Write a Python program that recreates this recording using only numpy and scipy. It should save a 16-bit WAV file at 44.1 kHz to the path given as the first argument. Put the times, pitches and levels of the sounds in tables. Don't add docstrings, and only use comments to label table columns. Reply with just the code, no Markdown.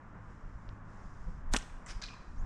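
import sys
import numpy as np
from scipy import signal
from scipy.fft import rfft, irfft, next_fast_len
from scipy.io import wavfile
from scipy.ndimage import uniform_filter1d

SR = 44100
rng = np.random.default_rng(int(sys.argv[2]) if len(sys.argv) > 2 else 0)


def ratio(d):
    e = np.asarray(d, float) / 20
    return 10 ** e


def dump_mix(stems):
    frames = np.atleast_2d(stems).T
    limited = np.clip(frames, -1, 1)
    pcm = np.round(limited * 32767).astype(np.int16)
    wavfile.write(sys.argv[1], SR, pcm)


N = 108309


def evened(x):
    return x / np.sqrt(np.mean(x ** 2) + 1e-20)


def read(points, hz):
    f, value = np.transpose(points)
    return np.interp(np.log(hz + 1), np.log(f + 1), value)


def curve(points):
    return ratio(np.interp(np.arange(N) / SR, *np.transpose(points)))


def shaped(x, points):
    hz = np.fft.rfftfreq(len(x), 1 / SR)
    return irfft(rfft(x) * ratio(read(points, hz)), len(x))


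def coloured(x, points):
    return evened(shaped(x, points))


def add(mix, s, sound):
    part = mix[round(s * SR):][:len(sound)]
    part += sound[:len(part)]


def resonate(x, hz, width):
    turn = np.exp(2j * np.pi * np.cumsum(hz * np.ones(len(x))) / SR)
    r = np.exp(-np.pi * width / SR)
    return 2 * (turn * signal.lfilter([1 - r], [1, -r], x / turn)).real


def lumps(size):
    smooth = uniform_filter1d(rng.standard_normal(N), size)
    return evened(uniform_filter1d(smooth, size))


def grains(share, spread_db):
    size = ratio(spread_db * np.minimum(rng.exponential(1, N), 4))
    clicks = (rng.random(N) < share) * size
    return rng.standard_normal(N) * (0.59 + clicks)


def snaps(rows, gain_db, grit, wobble):
    t, out = np.arange(3000) / SR, np.zeros(N)
    for (s, db, hz, ring), n in zip(rows, rng.standard_normal((len(rows), 3000))):
        turns = np.cumsum(1 + wobble * uniform_filter1d(n, size=7)) * hz / SR
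        rough = grit * evened(resonate(resonate(n[::-1], hz, .4 * hz), hz, .6 * hz))
        decay = ratio(gain_db + db + 3 - 60 * t / ring)
        attack = np.minimum(t / .0004, 1)
        add(out, s, decay * attack * (np.sin(2 * np.pi * turns) + rough))
    return out


# frequency_hz, level_db
TRAFFIC_COLOUR = [(60, -23.5), (110, -10), (180, -7), (400, -19), (800, -18.5), (1050, -14), (1700, -20.5),
                  (2600, -36.5), (4200, -51), (9000, -73)]


def traffic():
    roar = coloured(rng.standard_normal(N), TRAFFIC_COLOUR)
    slope = np.std(np.diff(roar, prepend=0))
    return roar / slope * ratio(-57.5 - 17.0 + 0.81 * lumps(size=3000))


# time_s, level_db
ENGINE_LEVEL = [(0, -62.5), (.3, -56.5), (.55, -53.5), (.85, -49.5), (1.05, -58), (1.6, -70), (2.456, -63)]
# order, level_db
ENGINE_ORDERS = [(2, 1.5), (3, -6), (4, -11), (5, -13), (6, -19.5)]


def engine():
    crank_hz = 52
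    turns = np.cumsum(crank_hz * (1 + 0.0074 * lumps(size=4000))) / SR
    drone = np.zeros(N)
    for order, db in ENGINE_ORDERS:
        drone += ratio(db + 3.1 * lumps(size=1500)) * np.sin(2 * np.pi * order * turns)
    return ratio(-3.0) * curve(ENGINE_LEVEL) * drone


# time_s, level_db
WIND_LEVEL = [(0.0, -58), (0.1, -53), (0.48, -50.5), (0.97, -50.5), (1.43, -43), (2.02, -55), (2.3, -51),
              (2.46, -35)]
# frequency_hz, level_db
WIND_COLOUR = [(8, -8), (22, -2), (40, -7), (70, -14), (140, -22.5), (300, -33), (600, -89)]


def wind():
    eddies = rng.standard_normal(N) * ratio(1.6 * lumps(size=1200))
    return curve(WIND_LEVEL) * coloured(eddies, WIND_COLOUR)


# time_s, level_db
CLOTH_LEVEL = [(0, -82.5), (.2, -82), (.3, -76.5), (.45, -79.5), (.72, -77.5), (.82, -84.5), (.9, -76),
               (1.02, -73.5), (1.3, -74), (1.38, -76), (1.45, -82.5), (1.7, -77.5), (2.2, -75),
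               (2.456, -74.5)]
# frequency_hz, level_db
CLOTH_COLOUR = [(1800, -30), (3000, -4.5), (4400, -5), (5200, 2.5), (7500, 1), (8200, -6.5), (10000, -9),
                (11500, -30)]


def cloth():
    return curve(CLOTH_LEVEL) * coloured(grains(.02, 2.3), CLOTH_COLOUR)


# peak_s, level_db, pitch_hz, length_s
GUSTS = [(0.459, -38, 27.6, 0.051), (0.561, -38.5, 40.4, 0.028), (0.69, -38, 26, 0.035),
         (0.735, -41, 30, .03), (1.063, -43, 28, 0.067), (1.22, -51, 29.4, 0.06), (1.285, -33.5, 33, 0.046),
         (1.285, -43.5, 169, 0.034), (1.379, -40, 46.3, 0.059), (1.433, -33, 21, .045),
         (1.48, -30, 21, 0.045), (1.528, -25, 26, 0.04), (1.579, -31, 30, .03), (1.736, -41.5, 25, 0.15),
         (1.91, -40, 29.2, 0.043), (1.967, -32, 33.6, 0.028), (2.059, -43, 35.6, 0.073),
         (2.385, -36, 31.3, 0.04), (2.421, -29, 23, 0.05)]


def gusts():
    out = np.zeros(N)
    for s, db, hz, length in GUSTS:
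        t = np.arange(-length, length, 1 / SR)
        swell = np.exp(-(2.04 * t / length) ** 2)
        bend = 0.37 * np.sin(4 * np.pi * hz * t)
        add(out, s - length, -ratio(db) * swell * np.sin(2 * np.pi * hz * t + bend))
    return out


# frequency_hz, level_db
TICK_COLOUR = [(1200, -25), (2300, -8), (3500, -6), (5800, -10), (7000, -43), (12000, -55)]


def tick():
    start_s, level_db = .691, -86
    impulse = 1. * (np.arange(N) == round(start_s * SR))
    return ratio(level_db) * coloured(impulse, TICK_COLOUR)


# frequency_hz, level_db
SWISH_COLOUR = [(800, -6), (2000, -4), (3500, -5), (6500, 0), (9000, -1), (11000, -8), (15000, -14)]


def swish():
    start_s, end_s, level_db, rise_db, fade_db_s = 1.514, 1.537, -39.5, 27, 500
    time = np.arange(N) / SR - end_s
    shape_db = np.where(time < 0, rise_db * time / (end_s - start_s), -fade_db_s * time)
    level = (time > start_s - end_s) * ratio(level_db + shape_db)
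    return level * coloured(rng.standard_normal(N), SWISH_COLOUR)


# start_s, level_db, pitch_hz, ring_s
CRACKS = [(1.5369, -12, 6900, .0045), (1.5366, -27, 2300, .005), (1.537, -25, 4000, .004),
          (1.5372, -33, 12500, .003), (1.5385, -31, 5600, .02), (1.5388, -31, 1800, .008),
          (1.5405, -31, 2300, .008), (1.5425, -31, 1900, .008), (1.5415, -35, 3700, .012),
          (1.5464, -29, 8600, .004), (1.5458, -22, 1800, .007), (1.547, -27, 3000, .006),
          (1.5495, -30, 1700, .008), (1.5518, -31, 1500, .01), (1.5522, -38, 7000, .006),
          (1.553, -40, 3000, .008), (1.557, -32, 1800, .01), (1.5578, -36, 7500, .02),
          (1.5582, -39, 3300, .015), (1.558, -28, 1000, .01), (1.5605, -30, 1900, .01),
          (1.5639, -15, 6000, .006), (1.5639, -24, 2600, .008), (1.564, -26, 1450, .012),
          (1.5643, -22, 3200, .009), (1.5648, -35, 13000, .004), (1.5655, -23, 7700, .014),
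          (1.5664, -25, 5600, .008), (1.566, -26, 4500, .006), (1.5702, -29, 4800, .006),
          (1.57, -28, 2800, .008), (1.5698, -30, 1300, .014), (1.5704, -26, 7200, .006),
          (1.571, -35, 7900, .03), (1.5725, -38, 1200, .015), (1.5745, -41, 3200, .012),
          (1.586, -37, 5800, .012), (1.5865, -40, 7300, .012), (1.5865, -44, 8900, .01),
          (1.587, -46, 1900, .012), (1.5915, -41, 7500, .014), (1.597, -45, 3000, .012),
          (1.609, -46, 2000, .012), (1.622, -44, 5800, .01), (1.623, -45, 1600, .01),
          (1.6272, -45, 4900, .014), (1.6265, -44, 2900, .014), (1.698, -48, 2500, .01)]


def cracks():
    return snaps(CRACKS, gain_db=-3.1, grit=.25, wobble=.4)


# peak_s, level_db, length_s
SLAPS = [(1.5378, -26, .0008), (1.5391, -20, .0007), (1.5424, -22, .0018), (1.5462, -19, .0007),
         (1.5473, -18, .0006), (1.55, -29, .001), (1.5524, -32, .0007), (1.5572, -34, .0008),
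         (1.5594, -31, .0007), (1.562, -23, .0016), (1.5641, -26, .0003), (1.5662, -31, .0012)]


def slaps():
    t, push = np.arange(2000) / SR, np.zeros(N)
    for s, db, length in SLAPS:
        u = (t - .004) / length * 2
        add(push, s - .004, -ratio(db - 8) * (1 - 1.58 * u ** 2) * np.exp(-u ** 2))
    pouch = ratio(3) * resonate(push, hz=1400, width=700)
    fork = ratio(9) * resonate(push, hz=226, width=62)
    return push + pouch + fork


# frequency_hz, level_db
TIPS_COLOUR = [(900, 0), (1400, 17), (2100, 0), (2800, -37), (4300, -16), (5800, 7), (8500, 4.5),
               (10500, -18.5), (14000, -23)]
# frequency_hz, level_db
WOOD_COLOUR = [(700, -3.5), (1500, 0.5), (2900, -3), (4200, -8.5), (5300, 1), (8000, -9), (10500, -16),
               (14000, -34)]


def twigs():
    start_s, hold_s, rise_s, level_db, fade_db_s = 1.8615, .057, .03, -49, 900
    t, drive = np.arange(N) / SR - start_s, grains(.03, 3.)
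    mix = np.clip(t / rise_s, 0, 1) ** 2
    level = np.clip(t * 1000, 0, 1) * ratio(level_db - fade_db_s * np.maximum(t - hold_s, 0))
    tips = 0.49 * (1 - mix) * coloured(drive, TIPS_COLOUR)
    return level * (tips + mix * coloured(drive, WOOD_COLOUR))


# start_s, level_db, pitch_hz, ring_s
KNOCKS = [(2.018, -41, 6500, .006), (2.0185, -41, 4400, .006), (2.0185, -41, 1900, .008),
          (2.0222, -35, 6000, .01), (2.0228, -38, 4500, .014), (2.0225, -41, 7300, .006),
          (2.024, -45, 1650, .07), (2.033, -39, 4000, .012), (2.0348, -39, 2400, .012),
          (2.038, -31, 4100, .016), (2.0385, -35, 5200, .012), (2.0385, -42, 7800, .006),
          (2.041, -44, 2430, .06), (2.0445, -39, 5300, .01), (2.048, -40, 4300, .014),
          (2.051, -40, 1200, .012), (2.058, -44, 3900, .02), (2.064, -38, 4200, .014),
          (1.862, -42, 7300, .014), (2.0845, -44, 2430, .06), (2.085, -43, 3200, .008),
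          (2.102, -44, 1100, .015), (2.121, -46, 2500, .008), (2.134, -47, 2550, .02),
          (2.138, -46, 1050, .035), (1.865, -41, 2000, .03), (1.8695, -46, 6600, .012)]


def knocks():
    return snaps(KNOCKS, gain_db=-4.5, grit=.4, wobble=.2)


# start_s, level_db, ring_db
RATTLE = [(2.017, -37, -12), (2.0214, -39, -14), (2.031, -40, -11), (2.0378, -40.5, 10.5),
          (2.046, -42.5, -6), (2.051, -50, -2), (2.064, -49, 9), (2.083, -67, 6), (2.088, -48, -13),
          (2.106, -51, 9.5), (2.138, -47, -4), (2.14, -53, 0)]
# frequency_hz, level_db, t60_s
FENCE_MODES = [(1600, -17.5, 0.048), (2410, -23, 0.08), (4260, -29, 0.017), (5600, -17.5, 0.011)]
# frequency_hz, level_db
SCRAPE_COLOUR = [(800, -10), (1500, -4), (2500, -9.5), (3200, -9.5), (4300, -3.5), (7000, -7),
                 (8500, -24.5), (12000, -52)]


def fence():
    scrape_t60_s, clatter_db, clatter_t60_s = 0.03, -50, 0.3
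    t, time = np.arange(5000) / SR, np.arange(N) / SR - RATTLE[0][0]
    clatter = ratio(clatter_db - 60 * time.clip(0) / clatter_t60_s) * evened(grains(0.0068, 2.8))
    rings, scrapes = np.zeros(N), (time > 0) * clatter
    for s, db, ring_db in RATTLE:
        ring = np.zeros(5000)
        for hz, mode_db, t60 in FENCE_MODES:
            a, b = rng.standard_normal(2)
            decay = ratio(db + ring_db + mode_db + 2 * a - 60 * t / t60)
            ring += decay * np.sin(2 * np.pi * hz * (1 + 0.0047 * b) * t)
        add(rings, s, np.minimum(t / 0.00043, 1) * ring)
        add(scrapes, s, ratio(db - 9 - 60 * t / scrape_t60_s) * rng.standard_normal(5000))
    return rings + np.std(scrapes) * coloured(scrapes, SCRAPE_COLOUR)


def squeak():
    start_s, length_s, pitch_hz, rise_hz, level_db = 2.365, 0.071, 5400, 2300, -69.5
    u = np.clip((np.arange(N) / SR - start_s) / length_s, 0, 1)
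    hz = pitch_hz + rise_hz * u
    tone = evened(resonate(resonate(rng.standard_normal(N), hz, 700), hz, 740))
    return ratio(level_db) * np.sin(np.pi * u) * tone


# frequency_hz, t60_s
STREET_DECAY = [(300, 0.72), (1000, 1), (3000, 0.62), (6000, 0.58), (10000, 0.6), (15000, 0.94)]


def street(x):
    taps = np.zeros((2, SR))
    at = np.arange(400, SR - 20, 20) + rng.integers(0, 20, (2, (SR - 401) // 20))
    np.put_along_axis(taps, at, rng.choice([-1., 1.], at.shape), 1)
    hz, t, z = signal.stft(taps, SR, nperseg=256)
    decay = ratio(-60 * t / read(STREET_DECAY, hz)[:, None])
    tail = signal.istft(z * decay, SR, nperseg=256)[1]
    return signal.fftconvolve(x[None], tail / np.linalg.norm(tail[0]), axes=1)[:, :N]


# frequency_hz, level_db
WIDTH_COLOUR = [(60, -40), (130, -15), (500, -9), (1500, -10), (4000, -1), (8000, 5), (13000, 17)]


def scene():
    air = traffic() + engine() + wind() + cloth() + gusts() + tick() + squeak()
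    near = swish() + cracks() + slaps()
    far = twigs() + knocks() + fence()
    wet, side = street(ratio(-17) * near + ratio(-6.5) * far)
    side = side + np.roll(near + far, 40)
    side = ratio(-26) * shaped(side, WIDTH_COLOUR)
    return near + far + wet + air + np.array([side, -side])


def top_cut(x):
    return signal.sosfilt(signal.butter(12, 16000, fs=SR, output="sos"), x)


# frequency_hz, level_db
MIC_RESPONSE = [(3800, 0.5), (4700, -0.5), (5500, -1), (7800, -3), (9300, -3), (10500, -9), (13000, -12),
                (15000, -16), (16500, -51.5)]


def record(dry):
    size = next_fast_len(2 * N)
    mirrored = np.concatenate([dry, dry[:, ::-1]], axis=1)
    response = ratio(read(MIC_RESPONSE, np.fft.rfftfreq(size, 1 / SR)))
    heard = irfft(rfft(mirrored, size) * response, size)[:, :N]
    return top_cut(heard)


dry = scene()
out = record(dry)
dump_mix(out)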